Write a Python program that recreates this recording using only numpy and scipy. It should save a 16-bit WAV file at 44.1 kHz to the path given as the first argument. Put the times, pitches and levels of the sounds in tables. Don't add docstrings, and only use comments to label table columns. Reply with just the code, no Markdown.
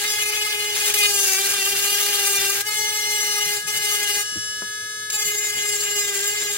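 import sys
import numpy as np
from scipy import signal
from scipy.fft import irfft
from scipy.io import wavfile
from scipy.ndimage import map_coordinates

SR = 44100
rng = np.random.default_rng(int(sys.argv[2]) if len(sys.argv) > 2 else 0)


def int16_out(signal):
    q = np.round(np.clip(np.atleast_2d(signal).T, -1, 1) * 32767)
    wavfile.write(sys.argv[1], SR, q.astype(np.int16))


N = 289737
TIME_S = np.arange(N) / SR

# (start [s], end [s], attack [s], release [s], bite [dB], sizzle re bite [dB],
# shake [dB], octave re shake [dB])
BIT_STROKES = [(-.04, 0.955, 0.028, 0.041, -30.5, -2, -37.5, -7.5),
               (0.938, 2.637, 0.00071, 0.027, -29.5, 2.5, -39, -4),
               (2.644, 3.642, 0.032, 0.07, -32.5, 2.5, -40, -0.5),
               (3.666, 4.24, 0.0089, 0.024, -31, 3, -40, -2.5),
               (5.113, 6.599, 0.018, 0.017, -34, 1.5, -38.5, -16)]
# (centre [s], length [s], bite [dB], sizzle [dB], shake [dB])
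HAND_LEANS = [(.03, 0.98, 1.5, 1.5, -3), (.52, 0.21, 1, -0.5, -4.5), (.78, 0.1, 1, 3, -4),
              (.875, 0.21, 3, 5.5, -0.5), (1.03, 0.18, 0, 4, 3.5), (1.1, 0.052, -0.5, 3, 0),
              (1.24, 0.38, -1.5, 4.5, 1.5), (1.51, 0.071, -3.5, 4, -7), (1.78, 0.083, -2, 2, 1),
              (2.24, 1, 0.5, -0.5, 2), (2.59, 0.28, -2, 1, -1), (2.75, 0.13, -0.5, 1, -5),
              (3.38, 0.18, 1.5, -2, 0.5), (3.74, 0.27, -0.5, -1, -4), (3.93, 0.11, 0.5, 1.5, 1),
              (5.16, 0.38, 1.5, 1, -7.5), (5.53, 0.28, 0, -0.5, -5), (5.72, 0.32, 0.5, 1.5, 2.5),
              (5.99, 0.093, 2.5, 0, 4), (6.15, 0.37, 0, 1.5, 2.5), (6.42, 0.32, 1, -2, -2)]
# (centre [s], length [s], bite change [dB])
BIT_BOUNCES = [(.57, .07, -3), (2.92, .05, -4), (3.725, .05, -3), (3.803, .05, -5), (3.982, .05, -5),
               (4.062, .05, -5), (4.135, .05, -3), (5.175, .04, -3), (5.245, .04, -4), (5.41, .05, -3),
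               (5.525, .05, -4), (5.94, .05, -3), (6.12, .05, -3)]
# (centre [s], length [s], added roughness [0-1])
CRUMBLE_PATCHES = [(.01, .18, .35), (.18, .14, .3), (.33, .14, .22), (.55, .3, .12), (.76, .16, .35),
                   (.9, .12, .45), (1.24, .22, .12), (1.49, .14, .3), (1.8, .24, .35), (2.1, .3, .3),
                   (2.58, .2, .35), (2.735, .05, .25), (2.88, .06, .15), (3.26, .1, .12), (3.51, .1, .14),
                   (3.78, .1, .25), (4.03, .36, .1), (5.11, .1, .35), (5.46, .07, .25), (5.58, .06, .3),
                   (5.87, .14, .26), (6.2, .22, .18), (6.42, .06, .3), (6.56, .15, .22)]
# (shaft order [1], level [dB])
BLOW_ORDERS = [(2, 4), (3, 8.5), (4, 8), (5, 3), (6, 3.5), (7, 5), (8, 7.5), (9, 1), (10, 0), (11, 2),
               (12, 1)]
# (frequency [Hz], level [dB])
PLASTIC_SPECTRUM = [(200, -6.5), (700, -5.5), (1250, -4.5), (2080, -1), (2850, 1), (3700, -1), (4500, -4),
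                    (5000, -1), (5800, -4), (6900, -3), (7900, -10.5), (8500, -7.5), (10000, -9.5),
                    (10600, -11.5), (12000, -11.5), (13200, -12), (15500, -12.5)]
# (time [s], speed [Hz])
SHAFT_SPEED = [(0.0, 412.5), (0.07, 417.8), (0.44, 419.5), (1.04, 413.5), (1.19, 402.4), (1.32, 384.6),
               (1.55, 402.9), (1.63, 391.3), (1.7, 402.4), (1.77, 394.5), (1.81, 404.1), (2.01, 407.7),
               (2.34, 400.6), (2.4, 394.2), (2.6, 402.7), (2.67, 422.9), (3.6, 414.0), (3.64, 419.7),
               (4.13, 411.6), (4.2, 412.5), (4.29, 420.3), (4.45, 422.2), (5.07, 425), (5.19, 421),
               (5.26, 417.5), (5.98, 411.8), (6.17, 400.1), (6.35, 415.4), (6.57, 410.1)]
# (shaft order [1], level swung clear [dB], level in working grip [dB])
WHINE_ORDERS = [(1, -53, -53), (2, -63, -67), (3, -44, -43.5), (4, -35, -33.5), (5, -50, -48),
                (6, -55, -52), (7, -35.5, -44), (8, -45, -43), (9, -46, -45), (10, -46, -48),
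                (11, -45, -45), (12, -42, -45), (13, -35, -41), (14, -47, -45), (15, -40, -41),
                (16, -44, -48), (17, -41, -44), (18, -43, -53), (19, -48, -52), (20, -54, -50),
                (21, -44, -44), (22, -53, -53), (23, -55, -58), (24, -45, -50), (25, -62, -56),
                (26, -54, -52), (27, -62, -56), (28, -57, -57), (29, -55, -61), (30, -59, -55),
                (32, -60, -58), (33, -56, -56), (36, -59, -57)]
# (time [s], treble gain [dB])
VENT_FACING = [(0, -21), (4.15, 2), (4.3, 0.5), (5.05, -0.5), (5.25, -12), (6.57, -3)]
# (time [s], share [0-1])
TOOL_SWING = [(4.15, 0), (4.28, 1), (4.5, 1), (4.64, 0)]
# (frequency [Hz], level [dB])
HISS_SPECTRUM = [(150, -5), (900, -4), (1550, 8), (2300, -5), (4000, 1), (5300, 2), (7000, 0),
                 (10000, -1.5), (13000, -4.5), (16000, -5)]
# (start [s], end [s], frequency [Hz], width [Hz], gain [dB])
WALL_MODES = [(0, 0.88, 2550, 170, -14), (0, 2.63, 9400, 900, -11), (1.08, 2.63, 1600, 280, -9),
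              (1.08, 2.63, 4500, 800, -16), (1.19, 1.36, 6300, 700, -6), (1.65, 2.63, 13700, 1620, -4),
              (2.6, 4.25, 2110, 70, -14), (2.6, 4.25, 8500, 400, -7), (5.09, 6.6, 7250, 350, 7.5),
              (5.09, 5.45, 6680, 150, -3), (5.6, 6.6, 7400, 120, -2)]
# (start [s], end [s], shaft order [1], level [dB])
WALL_SQUEALS = [(0, .9, 5, -38), (.18, .72, 6, -39), (.96, 1.075, 5, -28), (.95, 1.07, 6, -28),
                (1.1, 2.56, 7, -33), (1.26, 1.6, 6, -37), (1.2, 1.4, 12, -38), (1.16, 1.36, 13, -38),
                (1.2, 1.32, 16, -33), (2.33, 2.44, 9, -35), (2.66, 3.58, 5, -35), (2.98, 3.52, 7, -35),
                (2.66, 3.54, 10, -36), (2.7, 3.5, 12, -39), (2.76, 3.5, 14, -32), (3.7, 4.23, 5, -35),
                (3.7, 4.22, 7, -33), (3.8, 4.22, 12, -39), (5.17, 5.78, 5, -35), (5.83, 6.52, 5, -38),
                (5.22, 5.35, 7, -34), (5.5, 5.67, 7, -35), (5.76, 6.02, 7, -35), (5.14, 5.42, 16, -38),
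                (5.13, 5.64, 17, -32), (5.62, 6.14, 18, -30), (6.2, 6.6, 18, -37)]
# (start [s], peak [s], slip-off [s], level [dB])
EDGE_CATCHES = [(0.195, 0.222, 0.235, -25), (.93, 1.06, 1.08, -17.5), (1.89, 1.945, 1.96, -29),
                (2.32, 2.38, 2.41, -27)]
# (time [s], level [dB], decay [s], low cut [Hz])
BIT_SCRATCHES = [(0.195, -29, 0.003, 2000), (0.941, -22, 0.022, 1930), (2.727, -27, .014, 4000),
                 (3.676, -27, .012, 4000), (5.101, -20, 0.009, 3200), (6.274, -19, 0.012, 11000)]
# (centre [s], length [s], level [dB])
BIT_SKIMS = [(3.15, .9, -41), (5.3, .42, -35)]
# (time [s], peak [dB], rattle decay [s], low cut [Hz], high cut [Hz])
FINGER_KNOCKS = [(1.72, -44, .03, 140, 190), (3.45, -42, .03, 145, 175), (3.63, -44, .03, 145, 175),
                 (3.73, -42, .03, 145, 175), (4.319, -43, .008, 190, 300), (4.356, -30.5, .008, 210, 450),
                 (4.364, -39, .008, 90, 115), (4.621, -23, .003, 200, 1900), (4.627, -31, .005, 170, 1700),
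                 (5.25, -43, .03, 145, 175), (5.54, -45, .03, 95, 190), (5.572, -37, .008, 280, 900)]
# (frequency [Hz], level [dB], t60 [s])
PART_MODES = [(108, 0, .15), (165, -4, .13), (215, -1, .09), (330, 0, .05), (430, 0, .04), (660, 1, .02),
              (1055, 2, .025), (1500, 5, .015)]
# (frequency [Hz], left lead [rad])
PORT_PHASE = [(415, 0.5), (1100, 2), (1670, 0.85), (2080, 1.28), (2500, -2), (2900, -1.5), (3300, -2.5),
              (3750, 1.5), (4200, 1.5), (4600, -0.7), (5000, -2.5), (5800, -2.05), (6400, -2.5),
              (7300, -1.6), (8200, 1.5), (9200, -2.5), (10800, 0.5), (12200, 1.8), (14500, -3), (15600, -6)]
# (frequency [Hz], left re right [dB])
PORT_BALANCE = [(100, 5), (415, 5), (830, -1), (1250, 2), (1670, 4), (2400, 1.1), (15000, 2.5)]
# (frequency [Hz], level [dB])
RUMBLE_SPECTRUM = [(20, -26), (36, -24), (50, 8.5), (70, -10), (104, 11), (135, 4), (170, 2), (260, -0.5),
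                   (500, 2), (1200, -25.5)]


def grinding(turns, gate, bite_db, sizzle_db, rough, strike, gain_db=3, split_hz=6500,
             drag=0.98, decay_turns=0.11, chips_per_s=1200, skip_db=1, skip_hz=45):
    pressure = drag + np.exp(-(turns % 1) / decay_turns)
    cutting = strike * blows(turns) + unit_rms(band(pressure * grit(turns), 3300, "high"))
    cutting = colour(unit_rms(cutting), PLASTIC_SPECTRUM)
    chips = impulses(chips_per_s)
    debris = blend(rng.standard_normal(N), chips, share=0.22)
    crumbs = band(pressure * debris, 1200, "high", order=1)
    crumbs = colour(unit_rms(crumbs), PLASTIC_SPECTRUM)
    fine_rough = 5 * rough / (1 + 4 * rough)
    body = blend(band(cutting, split_hz, "low"), band(crumbs, split_hz, "low"), rough)
    sizzle = blend(band(cutting, split_hz, "high"), band(crumbs, split_hz, "high"), fine_rough)
    sizzle *= amp(sizzle_db + skip_db * wander(skip_hz))
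    return gate * amp(gain_db + bite_db + skip_db * wander(skip_hz)) * (body + sizzle)


def blows(turns, chatter=0.79, chatter_hz=24):
    return unit_rms(sum(amp(db) * (1 + chatter * wander(chatter_hz)) * np.cos(2 * np.pi * order * turns)
                        for order, db in BLOW_ORDERS))


def grit(turns, wear_per_s=26, size=96):
    surface = rng.standard_normal((size * 4, size))
    path = [TIME_S * wear_per_s, turns * size % size]
    return unit_rms(map_coordinates(surface, path, order=3, mode="grid-wrap"))


def contact(free_hz=423, rough_per_hz=.0105, sizzle_db_per_hz=0.0042, shake_db_per_hz=0.0211,
            tremor_db=.8, tremor_hz=9, clump_db=4.5, clump_hz=16):
    gate, held_db = np.zeros(N), np.zeros((4, N))
    for start, end, attack_s, release_s, *stroke_db in BIT_STROKES:
        gate += np.clip(np.minimum((TIME_S - start) / attack_s, (end - TIME_S) / release_s), 0, 1)
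        held_db[:, TIME_S >= start] = np.array(stroke_db)[:, None]
    *levels_db, octave_db = held_db
    sag_hz = np.maximum(free_hz - curves(SHAFT_SPEED)[0], 0)
    bite_db, sizzle_db, shake_db = levels_db + swells(HAND_LEANS)
    bite_db += swells(BIT_BOUNCES)[0]
    sizzle_db += sizzle_db_per_hz * sag_hz + tremor_db * wander(tremor_hz)
    shake_db += shake_db_per_hz * sag_hz
    clumps = amp(clump_db * wander(clump_hz))
    rough = np.clip((rough_per_hz * sag_hz + swells(CRUMBLE_PATCHES)[0]) * clumps, 0, 1)
    return np.minimum(gate, 1), bite_db, sizzle_db, shake_db, octave_db, rough


def shaft(gate, load, free_jitter_hz=0.31, snag_hz=2.825):
    jolts_hz = (.6 * gate + 6 * load) * wander(250)
    tremble_hz = (free_jitter_hz + snag_hz * load) * wander(34.6)
    return np.cumsum(curves(SHAFT_SPEED)[0] + tremble_hz + jolts_hz) / SR


def motor(turns, hiss_db=-47, treble_hz=3500, cage_order=.38, spark_share=.88):
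    facing, swing = amp(curves(VENT_FACING)[0]), curves(TOOL_SWING)[0]
    whine = np.zeros(N)
    for order, clear_db, grip_db in WHINE_ORDERS:
        treble = min(order * SHAFT_SPEED[0][1] / treble_hz, 1) ** 2
        gain = amp(grip_db + swing * (clear_db - grip_db)) * (1 + treble * (facing - 1))
        brush_flutter = 1 + (.035 + .125 * treble) * wander(68)
        cage_flutter = 1 + .25 * treble * np.cos(2 * np.pi * cage_order * turns + order)
        phase_rad = order ** 2
        tone = np.sqrt(2) * np.cos(2 * np.pi * order * turns + phase_rad)
        whine += gain * brush_flutter * cage_flutter * tone
    brushes = blend(grit(turns, wear_per_s=3.92), rng.standard_normal(N), spark_share)
    return whine + amp(hiss_db) * facing * unit_rms(colour(brushes, HISS_SPECTRUM))


def ringing(scrape):
    return sum(amp(db) * resonate(scrape * (TIME_S >= start) * (TIME_S < end), hz, width_hz)
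               for start, end, hz, width_hz, db in WALL_MODES)


def squealing(turns, fade_s=0.035, waver_db=1.15, waver_hz=14, slip_rad=0.69, slip_hz=35):
    out = np.zeros(N)
    for start, end, order, db in WALL_SQUEALS:
        envelope = np.clip(np.minimum(TIME_S - start, end - TIME_S) / fade_s, 0, 1)
        tone = np.sqrt(2) * np.cos(2 * np.pi * order * turns + slip_rad * wander(slip_hz))
        out += envelope * amp(db + waver_db * wander(waver_hz)) * tone
    return out * amp(swells(BIT_BOUNCES)[0])


def hammering(turns):
    force = sum(amp(db) * np.interp(TIME_S, [start, peak, end], [0, 1, 0]) ** 2
                for start, peak, end, db in EDGE_CATCHES)
    raps = sum(np.cos(2 * np.pi * order * turns) for order in range(4, 18))
    uneven = 1 + .15 * wander(200)
    return force * uneven * unit_rms(resonate(raps, hz=2600, width_hz=900))


def scratches():
    out = np.zeros(N)
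    for start, db, decay_s, low_hz in BIT_SCRATCHES:
        rasp = unit_rms(band(colour(rng.standard_normal(N), PLASTIC_SPECTRUM), low_hz, "high"))
        out += amp(db) * rasp * (TIME_S >= start) * np.exp(-abs(TIME_S - start) / decay_s)
    return out


def skimming(turns, low_hz=10400):
    touch = swells([(centre_s, length_s, amp(db)) for centre_s, length_s, db in BIT_SKIMS])[0]
    return touch * unit_rms(band(grit(turns, wear_per_s=7), low_hz, "high", order=6))


def shaking(turns, gate, shake_db, octave_db):
    waver_db, skip_db = 1.3 * wander(8), 1.9 * wander(24)
    hum = np.sin(2 * np.pi * turns) + amp(octave_db + waver_db) * np.sin(4 * np.pi * turns)
    return gate * amp(shake_db + skip_db) * np.sqrt(2) * hum


def handling(rattle=0.29, direct_db=38):
    t = TIME_S[:SR // 4]
    out = np.zeros(N)
    for start, db, rattle_s, low_hz, high_hz in FINGER_KNOCKS:
        force = (t == 0) + rattle * rng.standard_normal(len(t)) * np.exp(-t / rattle_s)
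        tap = amp(direct_db) * force + part_response(force)
        knock = band(band(tap, high_hz, "low", order=5), low_hz, "high", order=4)
        out[round(start * SR):][:len(t)] += amp(db) * knock / abs(knock).max()
    return out


def flaking(crumble, level_db=-57, flakes_per_s=150, low_hz=280):
    jolts = part_response(impulses(crumble * flakes_per_s))
    return amp(level_db) * unit_rms(band(jolts, low_hz, "high", order=2))


def part_response(force):
    t = TIME_S[:SR // 4]
    ring = sum(amp(db - 60 * t / t60_s) * np.sin(2 * np.pi * hz * t) for hz, db, t60_s in PART_MODES)
    return signal.fftconvolve(force, ring)[:len(force)]


def ports(x, size=2048):
    hz = np.fft.rfftfreq(size, 1 / SR)
    left = np.exp(.5j * lookup(PORT_PHASE, hz)) * amp(lookup(PORT_BALANCE, hz) / 2)
    taps = np.fft.fftshift(irfft(np.array([left, 1 / left])), axes=1)
    return signal.fftconvolve(x[None], taps, axes=1)[:, size // 2:][:, :N]


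def reflections(x, wet_db=-13, t60_s=0.75, density=.06):
    t = TIME_S[:SR // 4]
    taps = rng.standard_normal((2, len(t))) * (rng.random((2, len(t))) < density) * (t > .001)
    taps *= amp(-60 * t / t60_s)
    taps /= np.linalg.norm(taps, axis=1, keepdims=True)
    return amp(wet_db) * signal.fftconvolve(band(x, 690, "high", order=1)[None], taps, axes=1)[:, :N]


def rumble(level_db=-55, spread=0.42, swell_db=1):
    noises = [colour(rng.standard_normal(N), RUMBLE_SPECTRUM, size=8192) for _ in range(2)]
    mid, side = (unit_rms(band(noise, 38, "high")) for noise in noises)
    return amp(level_db + swell_db * wander(12)) * np.array([mid + spread * side, mid - spread * side])


def amp(db):
    return 10 ** (np.asarray(db) / 20)


def unit_rms(x):
    return x / np.sqrt(np.mean(x ** 2) + 1e-20)


def wander(hz):
    return unit_rms(band(rng.standard_normal(N), hz, "low", order=2))


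def impulses(rate_per_s):
    return rng.standard_normal(N) * (rng.random(N) < rate_per_s / SR)


def blend(clean, noisy, share):
    share = np.clip(share, 0, 1)
    return np.sqrt(1 - share) * unit_rms(clean) + np.sqrt(share) * unit_rms(noisy)


def curves(rows):
    times_s, *columns = np.transpose(rows)
    return [np.interp(TIME_S, times_s, column) for column in columns]


def swells(rows):
    return sum(np.outer(heights, np.cos(np.pi * np.clip((TIME_S - centre_s) / length_s, -.5, .5)) ** 2)
               for centre_s, length_s, *heights in rows)


def lookup(points, hz):
    points_hz, values = np.transpose(points)
    return np.interp(np.log(hz + 1), np.log(points_hz), values)


def colour(x, spectrum, size=2048):
    log_gain = np.log(amp(lookup(spectrum, abs(np.fft.fftfreq(size, 1 / SR)))))
    taps = np.fft.ifft(np.exp(np.conj(signal.hilbert(log_gain)))).real
    return signal.oaconvolve(x, taps)[:N]


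def band(x, hz, kind, order=3):
    return signal.sosfilt(signal.butter(order, min(hz, SR / 2 - 1), kind, fs=SR, output="sos"), x)


def resonate(x, hz, width_hz):
    return signal.lfilter(*signal.iirpeak(hz, hz / width_hz, fs=SR), x)


def scene(far_face_db=-6):
    gate, bite_db, sizzle_db, shake_db, octave_db, rough = contact()
    turns = shaft(gate, load=gate * np.sqrt(rough))
    whine = motor(turns)
    scrape = grinding(turns, gate, bite_db, sizzle_db, rough, strike=1) + scratches()
    cut = scrape + ringing(scrape) + squealing(turns) + hammering(turns) + skimming(turns)
    part = cut + shaking(turns, gate, shake_db, octave_db) + flaking(gate * rough) + handling()
    near = whine + part
    far = grinding(turns, gate, bite_db, sizzle_db, rough, strike=0)
    far = amp(far_face_db) * band(far, 910, "high", order=2)
    far_stereo = ports(far + ringing(far)) * np.array([[1], [-1]])
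    return ports(near) + far_stereo + reflections(near) + rumble()


def record(dry, cutoff_hz=15950):
    taps = signal.firwin(511, cutoff_hz, window=("kaiser", 9), fs=SR)
    return signal.oaconvolve(dry, taps[None], "same")


dry = scene()
out = record(dry)
int16_out(out)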